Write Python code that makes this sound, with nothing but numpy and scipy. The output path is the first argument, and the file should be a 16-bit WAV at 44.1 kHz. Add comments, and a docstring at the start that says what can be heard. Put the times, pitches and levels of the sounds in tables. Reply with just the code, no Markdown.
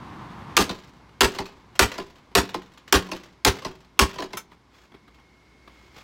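"""Outdoors, one microphone at a bench against a plank wall; a far rush like traffic and a low hum lie underneath.
From 0.57 s a hammer strikes a hard plastic housing seven times: noise cracks, shell chatter, a bench boom.
The housing jumps and lands within a fifth of a second of each blow, as clacks and ringing knocks; loose parts tick.
At 4.37 s the steel head clinks once, as a bright set of decaying tones.
Then the hand rubs and bumps the parts, in grainy noise, and a thin whine comes up behind."""
import sys
import numpy as np
from scipy import signal
from scipy.fft import rfft, irfft, next_fast_len
from scipy.io import wavfile
from scipy.ndimage import map_coordinates

SR = 44100
rng = np.random.default_rng(int(sys.argv[2]) if len(sys.argv) > 2 else 0)


def digitize_waveform(pressure):
    """Quantize a signal to 16-bit integers and store it at the path in sys.argv[1].

    Rows of a 2-D input are taken as channels; values are limited to [-1, 1].
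    """
    field = np.atleast_2d(pressure).T
    bounded = np.clip(field, -1, 1)
    quanta = np.round(bounded * 32767).astype(np.int16)
    wavfile.write(sys.argv[1], SR, quanta)


N = 265923  # samples
AGE = np.arange(SR // 2) / SR  # s since a contact


def amp(db):
    """Decibels to gain."""
    return np.exp(np.maximum(db, -300) * np.log(10) / 20)


def unit(x):
    """Scale to rms 1."""
    return x / np.sqrt(np.mean(x ** 2) + 1e-20)


def along(points, hz):
    """Interpolate (f/Hz, value) points on a log frequency axis."""
    f, value = np.transpose(points)
    return np.interp(np.log(hz + 1), np.log(f + 1), value)


def curve(rows):
    """One value per sample from (t/s, value) rows."""
    s, value = np.transpose(rows)
    return np.interp(np.arange(N) / SR, s, value)


def wobble(rate, size):
    """A smooth random curve, rate knots a second."""
    knots = rng.standard_normal(int(size * rate / SR) + 4)
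    return map_coordinates(knots, [np.arange(size) * rate / SR])


def swell(rise):
    """A soft start that is complete after rise seconds."""
    return np.sin(np.pi / 2 * np.minimum(AGE / rise, 1)) ** 2


def noise(spectrum, size, uneven_db=0):
    """Coloured noise of rms 1; uneven_db adds the chance resonances of one contact point."""
    m = next_fast_len(size)
    hz = np.fft.rfftfreq(m, 1 / SR)
    bumpy = map_coordinates(rng.standard_normal(128), [np.sqrt(hz / hz[-1]) * 127])
    colour = amp(along(spectrum, hz) + uneven_db * bumpy)
    return unit(irfft(rfft(rng.standard_normal(m)) * colour, m)[:size])


def grainy(spectrum, rate, depth_db, uneven_db, size):
    """Noise bunched into many tiny contacts by a random level of up to depth_db either way."""
    steady = noise(spectrum, size, uneven_db)
    return unit(steady * amp(depth_db * np.tanh(wobble(rate, size))))


def ring(modes, scatter_db, detune, drive, cycles, rough):
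    """Modes at new strengths build up over a few cycles, low ones last, then die freely with rough phase."""
    out = np.zeros(len(AGE))
    knots = np.linspace(0, AGE[-1], 64)
    for hz, db, t60 in modes:
        strength, pitch, phase = rng.standard_normal(3)
        free = np.maximum(AGE - max(drive, cycles / hz), 0)
        level = swell(cycles / hz) * amp(db + scatter_db * strength - 60 * free / t60)
        # loose joints roughen the phase
        jitter = rough * np.interp(AGE, knots, rng.standard_normal(len(knots)))
        cycle = hz * (1 + detune * pitch) * AGE + phase
        out += level * np.sin(2 * np.pi * cycle + jitter)
    return out


def spread(sound, cycles):
    """Bending waves in a panel travel slower at low pitch: each frequency arrives a few of its cycles late."""
    m = next_fast_len(2 * len(sound))
    lag = 2 * np.pi * cycles * np.log(np.fft.rfftfreq(m, 1 / SR) + 100)
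    return irfft(rfft(sound, m) * np.exp(-1j * lag), m)[:len(sound)]


def add(track, s, sound):
    """Mix a sound in at time s."""
    part = track[round(s * SR):][:len(sound)]
    part += sound[:len(part)]


# decay of the answer from plank wall and roof: (f/Hz, t60/s)
WALL_DECAY = [(60, 0.88), (300, 0.47), (1000, 0.32), (4000, 0.33), (8000, 0.2), (15000, 0.048)]


def reflected(sound, wet_db):
    """The sound plus the answer of wall and roof: noise that dies faster in the treble."""
    hz, t, z = signal.stft(rng.standard_normal(len(AGE)), SR, nperseg=256)
    decay = amp(-60 * t / along(WALL_DECAY, hz)[:, None])
    tail = signal.istft(z * decay, SR, nperseg=256)[1]
    out = amp(wet_db) * signal.fftconvolve(sound, tail / np.linalg.norm(tail))
    out[:len(sound)] += sound
    return out


# level of the far rush: (t/s, level/dB)
RUSH_LEVEL = [(0, -41.5), (.56, -40), (.7, -53.5), (4.5, -62.5), (6.03, -66)]
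# colour of the far rush: (f/Hz, relative level/dB)
RUSH_COLOUR = [(18, -46), (30, -16), (48, -13), (131, -2), (311, -8), (415, -17), (632, -19), (822, -12),
               (1040, -8.5), (1280, -15.5), (2680, -27.5), (3490, -29), (8520, -47.5), (14800, -55),
               (16000, -59)]


def far_rush():
    """A distant rush like traffic: coloured noise that falls away with a slight flutter."""
    level_db = curve(RUSH_LEVEL) + .7 * wobble(38, N)
    return amp(level_db) * noise(RUSH_COLOUR, N)


# slow swell shared by air, hum and whine: (t/s, level change/dB)
STEADY_SWELL = [(0, 2), (1, 1), (4.7, -2), (6.03, 4)]
# colour of the still air: (f/Hz, relative level/dB)
AIR_COLOUR = [(20, -40.5), (36, -23.5), (55, -8), (85, -11.5), (125, -14), (350, -12.5), (550, -21),
              (1000, -22.5), (1700, -25), (2500, -28), (5000, -30.5), (9000, -44.5), (16000, -53.5)]


def still_air():
    """Still air around the microphone: faint coloured noise under the slow swell."""
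    return amp(curve(STEADY_SWELL) - 60) * noise(AIR_COLOUR, N)


# partials of the machine's hum: (f/Hz, level/dB before trim and swell)
HUM_PARTIALS = [(59, -61), (118, -72.5), (199, -73), (366, -77.5)]
HUM_TRIM_DB, WHINE_DB = -3.5, -67  # before the shared swell
WHINE_FAINT_DB, WHINE_START_S, WHINE_RISE_S = -6, 4.7, .4  # the whine stays faint, then comes up


def machine():
    """A machine's hum and thin whine: tones of unsteady phase under the slow swell."""
    t = np.arange(N) / SR
    risen = np.clip((t - WHINE_START_S) / WHINE_RISE_S, 0, 1)
    whine_db = WHINE_DB + WHINE_FAINT_DB * (1 - risen)
    hum = np.zeros(N)
    for hz, db in HUM_PARTIALS:
        hum += amp(db) * np.sqrt(2) * np.sin(2 * np.pi * hz * t + 0.44 * wobble(2.0, N))
    flutter = amp(1.6 * wobble(60, N))
    whine = unit(flutter * np.sin(2 * np.pi * 2169 * t + 1.4 * wobble(130, N)))
    return amp(curve(STEADY_SWELL)) * (amp(HUM_TRIM_DB) * hum + amp(whine_db) * whine)


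# strokes of hand and hammer over the plastic: (start t/s, length/s, peak level/dB before the grain)
RUBS = [(4.502, .06, -60.5), (4.697, 0.2, -57.5), (5.6, 0.47, -60.5), (5.937, .1, -49.5)]
# soft bumps of the hand once the hammering is over: (t/s, starting level/dB before the soft onset)
HAND_BUMPS = [(4.514, -43.5), (4.915, -46.5), (4.938, -42), (5.074, -47), (5.182, -47), (5.673, -42.5),
              (5.96, -41)]
# colour of a soft bump: (f/Hz, relative level/dB)
BUMP_COLOUR = [(60, -8), (200, 1), (370, 3), (550, -11.5), (1000, -2.5), (1500, -10.5), (3500, -14.5),
               (7000, -34.5), (14000, -38)]
# colour of small plastic contacts, shared by rubs, ticks and creaks: (f/Hz, relative level/dB)
TICK_COLOUR = [(100, -9.5), (400, 4.5), (1000, 6), (3500, 2), (7500, -8.5), (9000, -19.5), (15000, -17.5)]
REGRIP_S, REGRIP_DB = 0.52, -50.5  # the hand steadies the housing this long after each blow


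def handling():
    """A grip slides over the ribs in fine catches and bumps the housing softly."""
    t = np.arange(N) / SR
    pressure = np.zeros(N)
    for s, length, db in RUBS:
        pressure += amp(db) * np.sin(np.pi * np.clip((t - s) / length, 0, 1))
    track = pressure * grainy(TICK_COLOUR, rate=150, depth_db=3.5, uneven_db=1.5, size=N)
    regrips = [(s + REGRIP_S, REGRIP_DB) for s, *_ in BLOWS]
    for s, db in regrips + list(HAND_BUMPS):
        envelope = amp(db - 60 * AGE / 0.12) * swell(0.0065)
        add(track, s, envelope * grainy(BUMP_COLOUR, rate=200, depth_db=4, uneven_db=2.5, size=len(AGE)))
    return track


RATTLE_START_S, RATTLE_GAP_S, RATTLE_JITTER_S = .1, 0.042, .008
RATTLE_DB, RATTLE_FALL_DB_PER_S, RATTLE_SCATTER_DB = -38.5, 62, 2.5


def rattle(count):
    """(t/s, level/dB) of loose parts that chink at uneven gaps after each blow, softer on the whole."""
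    rows = []
    for s, *_ in BLOWS:
        for k, (late, strength) in enumerate(rng.standard_normal((count, 2))):
            elapsed = RATTLE_GAP_S * k + RATTLE_JITTER_S * late
            db = RATTLE_DB - RATTLE_FALL_DB_PER_S * elapsed + RATTLE_SCATTER_DB * strength
            rows.append((s + RATTLE_START_S + elapsed, db))
    return rows


# single ticks of loose plastic that stand out: (t/s, starting level/dB before onset and reflection)
SINGLE_TICKS = [(1.349, -35.5), (1.455, -35), (1.753, -39), (1.916, -31), (2.774, -44.5), (2.877, -38.5),
                (3.161, -35.5), (3.256, -47.5), (4.139, -38.5), (5.144, -53.5)]


def ticks():
    """Loose edges touch and stop at once: short grainy noise."""
    track = np.zeros(N)
    size = len(AGE) // 4
    envelope = (amp(-60 * AGE / 0.081) * swell(0.002))[:size]
    for s, db in rattle(count=8) + list(SINGLE_TICKS):
        touch = grainy(TICK_COLOUR, rate=300, depth_db=3, uneven_db=1.5, size=size)
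        add(track, s, amp(db) * envelope * touch)
    return reflected(track, wet_db=-8.5)[:N]


# modes of the steel head: (f/Hz, relative level/dB, t60/s)
STEEL_MODES = [(2290, -1, 0.085), (5320, -1.5, 0.11), (6200, -6, 0.12), (7004, -13, 0.15),
               (10300, -6, 0.076), (10920, -5, 0.07), (12380, -11, 0.086), (13360, -2, 0.062),
               (13950, -9, 0.11)]


def clink():
    """Steel touches steel once: a short noise contact and a bright ring."""
    track = np.zeros(N)
    colour = [(100, -6), (1000, 8.0), (3000, 2.5), (14000, -8.0)]  # (f/Hz, relative level/dB)
    touch = amp(-27.5 - 60 * AGE / 0.11) * noise(colour, len(AGE), uneven_db=3.5)
    steel = amp(-36) * ring(STEEL_MODES, scatter_db=3, detune=0, drive=.003, cycles=2, rough=.1)
    add(track, 4.369, reflected(swell(0.0044) * (touch + steel), wet_db=-26.0))
    return track


EDGE_LEAD_S, EDGE_DB = 0.027, -6.5  # one edge touches this early, softer than the rocking
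ROCK_S, ROCK_LOSS_DB = .017, 9.5  # time between rocking contacts, loss at each


def contacts(s, db, rocking_db, count):
    """(t/s, level/dB) of one landing: an edge touches, the housing comes down, then it rocks to rest."""
    rows = [(s - EDGE_LEAD_S, db + rocking_db + EDGE_DB), (s, db)]
    for k in range(count):
        rows.append((s + ROCK_S * (k + 1), db + rocking_db - ROCK_LOSS_DB * k))
    return rows


# the housing comes down after its jump:
# (t/s, level/dB before the trims of clack and knock, rocking level/dB relative to the landing)
LANDINGS = [(0.692, -29, -6.5), (1.385, -27.5, -7), (1.98, -32, -5.5), (2.542, -28, -18.5),
            (3.114, -29, -7), (3.647, -30, -8.5), (4.184, -32.5, -3), (4.221, -33, -6.5), (4.331, -35, -10)]
# colour of the rim's clack: (f/Hz, relative level/dB)
CLACK_COLOUR = [(60, -3), (300, 5.5), (700, 2), (1000, 2.5), (1400, -3), (3000, -5.5), (4800, -6.5),
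                (7000, -16.5), (9000, -24.5), (15000, -30)]
# modes of the hollow body: (f/Hz, relative level/dB, t60/s)
KNOCK_MODES = [(190.6, -15, 0.26), (281, -7, 0.096), (341.3, -6, 0.16), (375, -2, 0.18), (455.3, -6, 0.077),
               (639, -6.5, 0.083), (833, -9.5, 0.11), (1017, 1, 0.089), (1658, -13.5, 0.041)]


def landings():
    """At every contact the rim clacks and the hollow body's knock builds up over a few cycles."""
    track = np.zeros(N)
    for landing in LANDINGS:
        for s, db in contacts(*landing, count=2):
            envelope = amp(6.5 - 60 * AGE / 0.065) * swell(0.0014)
            clack = envelope * grainy(CLACK_COLOUR, rate=520, depth_db=0.5, uneven_db=4.0, size=len(AGE))
            knock = amp(-1.5) * ring(KNOCK_MODES, scatter_db=1.2, detune=0.028, drive=0.0028,
                                     cycles=5.9, rough=0.36)
            add(track, s, amp(db) * reflected(spread(clack, cycles=3.5) + knock, wet_db=-16))
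    return track


# modes of the bench: (f/Hz, relative level/dB, t60/s)
BENCH_MODES = [(62, -2, 0.074), (97.5, -9.5, 0.13)]


def bench_boom(db):
    """The bench booms in two low modes that swell before they die."""
    modes = ring(BENCH_MODES, scatter_db=1.5, detune=0.04, drive=0.051, cycles=2.9, rough=0.21)
    return amp(db) * swell(0.042) * modes


def splinters(rate, spread_db):
    """Sparse, sharp creaks of strained plastic, rms 1: random slips that each decay."""
    size = len(AGE)
    slips = (rng.random(size) < rate / SR) * amp(spread_db * rng.uniform(-1, 1, size))
    bursts = signal.fftconvolve(slips, amp(-60 * AGE / 0.022))[:size]
    return unit(bursts * noise(TICK_COLOUR, size, uneven_db=2.0))


# modes of the plastic shell: (f/Hz, relative level/dB, t60/s)
SHELL_MODES = [(188.3, -12, 0.49), (285.1, -10.5, 0.31), (353.2, -7.5, 0.13), (387.6, 0.5, .1),
               (429.7, -9.5, 0.19), (496, -11.5, 0.14), (710, -12, 0.13), (886, -11, 0.11),
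               (1103, -7, 0.13), (1390, -12.5, .1), (1556, -13, .1), (1884, -11.5, .1), (2370, -16.5, 0.11),
               (2780, -14, .09)]


def shell_ring(shell_db, panel_hz, panel_db):
    """The whole shell rings, the struck panel sounds its own pitch, and the plastic creaks springing back."""
    shell = amp(shell_db) * ring(SHELL_MODES, scatter_db=2.6, detune=.008, drive=.038, cycles=1.9, rough=0.54)
    panel = ring([(panel_hz, panel_db, .09)], scatter_db=0, detune=0, drive=0.014, cycles=5.9, rough=1.0)
    creaks = amp(-38 - 60 * AGE / .7) * swell(.06) * splinters(rate=240, spread_db=4)
    return shell + panel + creaks


# colour of the shell's chatter on the bench: (f/Hz, relative level/dB)
CHATTER_COLOUR = [(40, -9.5), (150, -1.5), (350, 4.5), (600, -3.5), (1000, 0.5), (2500, -5), (4500, -8),
                  (7800, -13.5), (8500, -17), (15000, -24)]


def chatter(db, press_s):
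    """The shell buzzes against the bench for as long as the hammer presses it down, then fades."""
    pressed = swell(0.023) * amp(-60 * np.maximum(AGE - press_s, 0) / 0.12)
    return amp(db) * pressed * grainy(CHATTER_COLOUR, rate=400, depth_db=2.0, uneven_db=3.0, size=len(AGE))


# colour of the first snap: (f/Hz, relative level/dB)
SNAP_COLOUR = [(200, -26.5), (1000, -4.5), (3000, 1.5), (7800, -1.5), (8500, -7), (15000, -11.5)]
# colour of the crack: (f/Hz, relative level/dB)
CRACK_COLOUR = [(40, -30.5), (130, -18), (260, -6.5), (480, -7), (600, -8), (850, -2.5), (1200, -3.5),
                (2000, -4.5), (4500, -9), (7900, -17.5), (8400, -20), (14000, -22), (16000, -30.5)]


def head_crack(db, length):
    """The head meets the plastic: a bright decaying snap over a grainy crack held for length seconds."""
    snap = amp(db + 2.5 - 60 * AGE / 0.03) * noise(SNAP_COLOUR, len(AGE), uneven_db=2.5)
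    held = amp(db - 60 * np.maximum(AGE - length, 0) / 0.016)
    crack = held * grainy(CRACK_COLOUR, rate=750, depth_db=6, uneven_db=2.5, size=len(AGE))
    return (snap + crack) * swell(0.00026)


# hammer blows: (t/s, crack level/dB, crack length/s, chatter level/dB, press time/s,
# bench level/dB, shell ring level/dB, struck panel f/Hz, panel level/dB); levels before onsets and ring modes
BLOWS = [(0.567, -12.5, 0.011, -19.5, 0.053, -30, -25.5, 1200, -20),
         (1.207, -14.5, 0.015, -17.5, .042, -19, -23.5, 2810, -23.5),
         (1.792, -11, 0.0097, -15.5, 0.039, -16, -29.5, 726, -27.5),
         (2.351, -14, 0.0097, -15.5, 0.034, -20.5, -21, 481, -17.5),
         (2.9245, -12, 0.006, -15, 0.033, -16, -21, 289, -19),
         (3.4483, -11, 0.0049, -15, 0.031, -18, -22, 861, -21),
         (3.991, -11, 0.007, -16.5, 0.033, -17, -21.5, 1110, -20.5)]


def blows():
    """The head cracks onto the shell, drives it chattering into the bench, and the bench booms."""
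    track = np.zeros(N)
    for s, crack_db, length, chatter_db, press_s, bench_db, shell_db, panel_hz, panel_db in BLOWS:
        impact = spread(head_crack(crack_db, length) + chatter(chatter_db, press_s), cycles=2.2)
        ringing = shell_ring(shell_db, panel_hz, panel_db)
        bench = bench_boom(bench_db)
        add(track, s, reflected(impact + ringing, wet_db=-19.0))
        add(track, s, bench)
    return track


def scene():
    """Everything at one microphone, hammer and bench over the far background."""
    work = blows() + landings() + ticks() + clink() + handling()
    background = machine() + far_rush() + still_air()
    return (work + background)[None]


def record(dry):
    """The recorder rounds off the highest peaks and cuts steeply above its band limit."""
    rounded = dry / (1 + np.abs(dry / .85) ** 4) ** (1 / 4)
    m = next_fast_len(N + SR // 2)
    band_limit = 1 + (np.fft.rfftfreq(m, 1 / SR) / 16100) ** 80  # corner in Hz
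    return irfft(rfft(rounded, m) / band_limit, m)[..., :N]


dry = scene()
out = record(dry)
digitize_waveform(out)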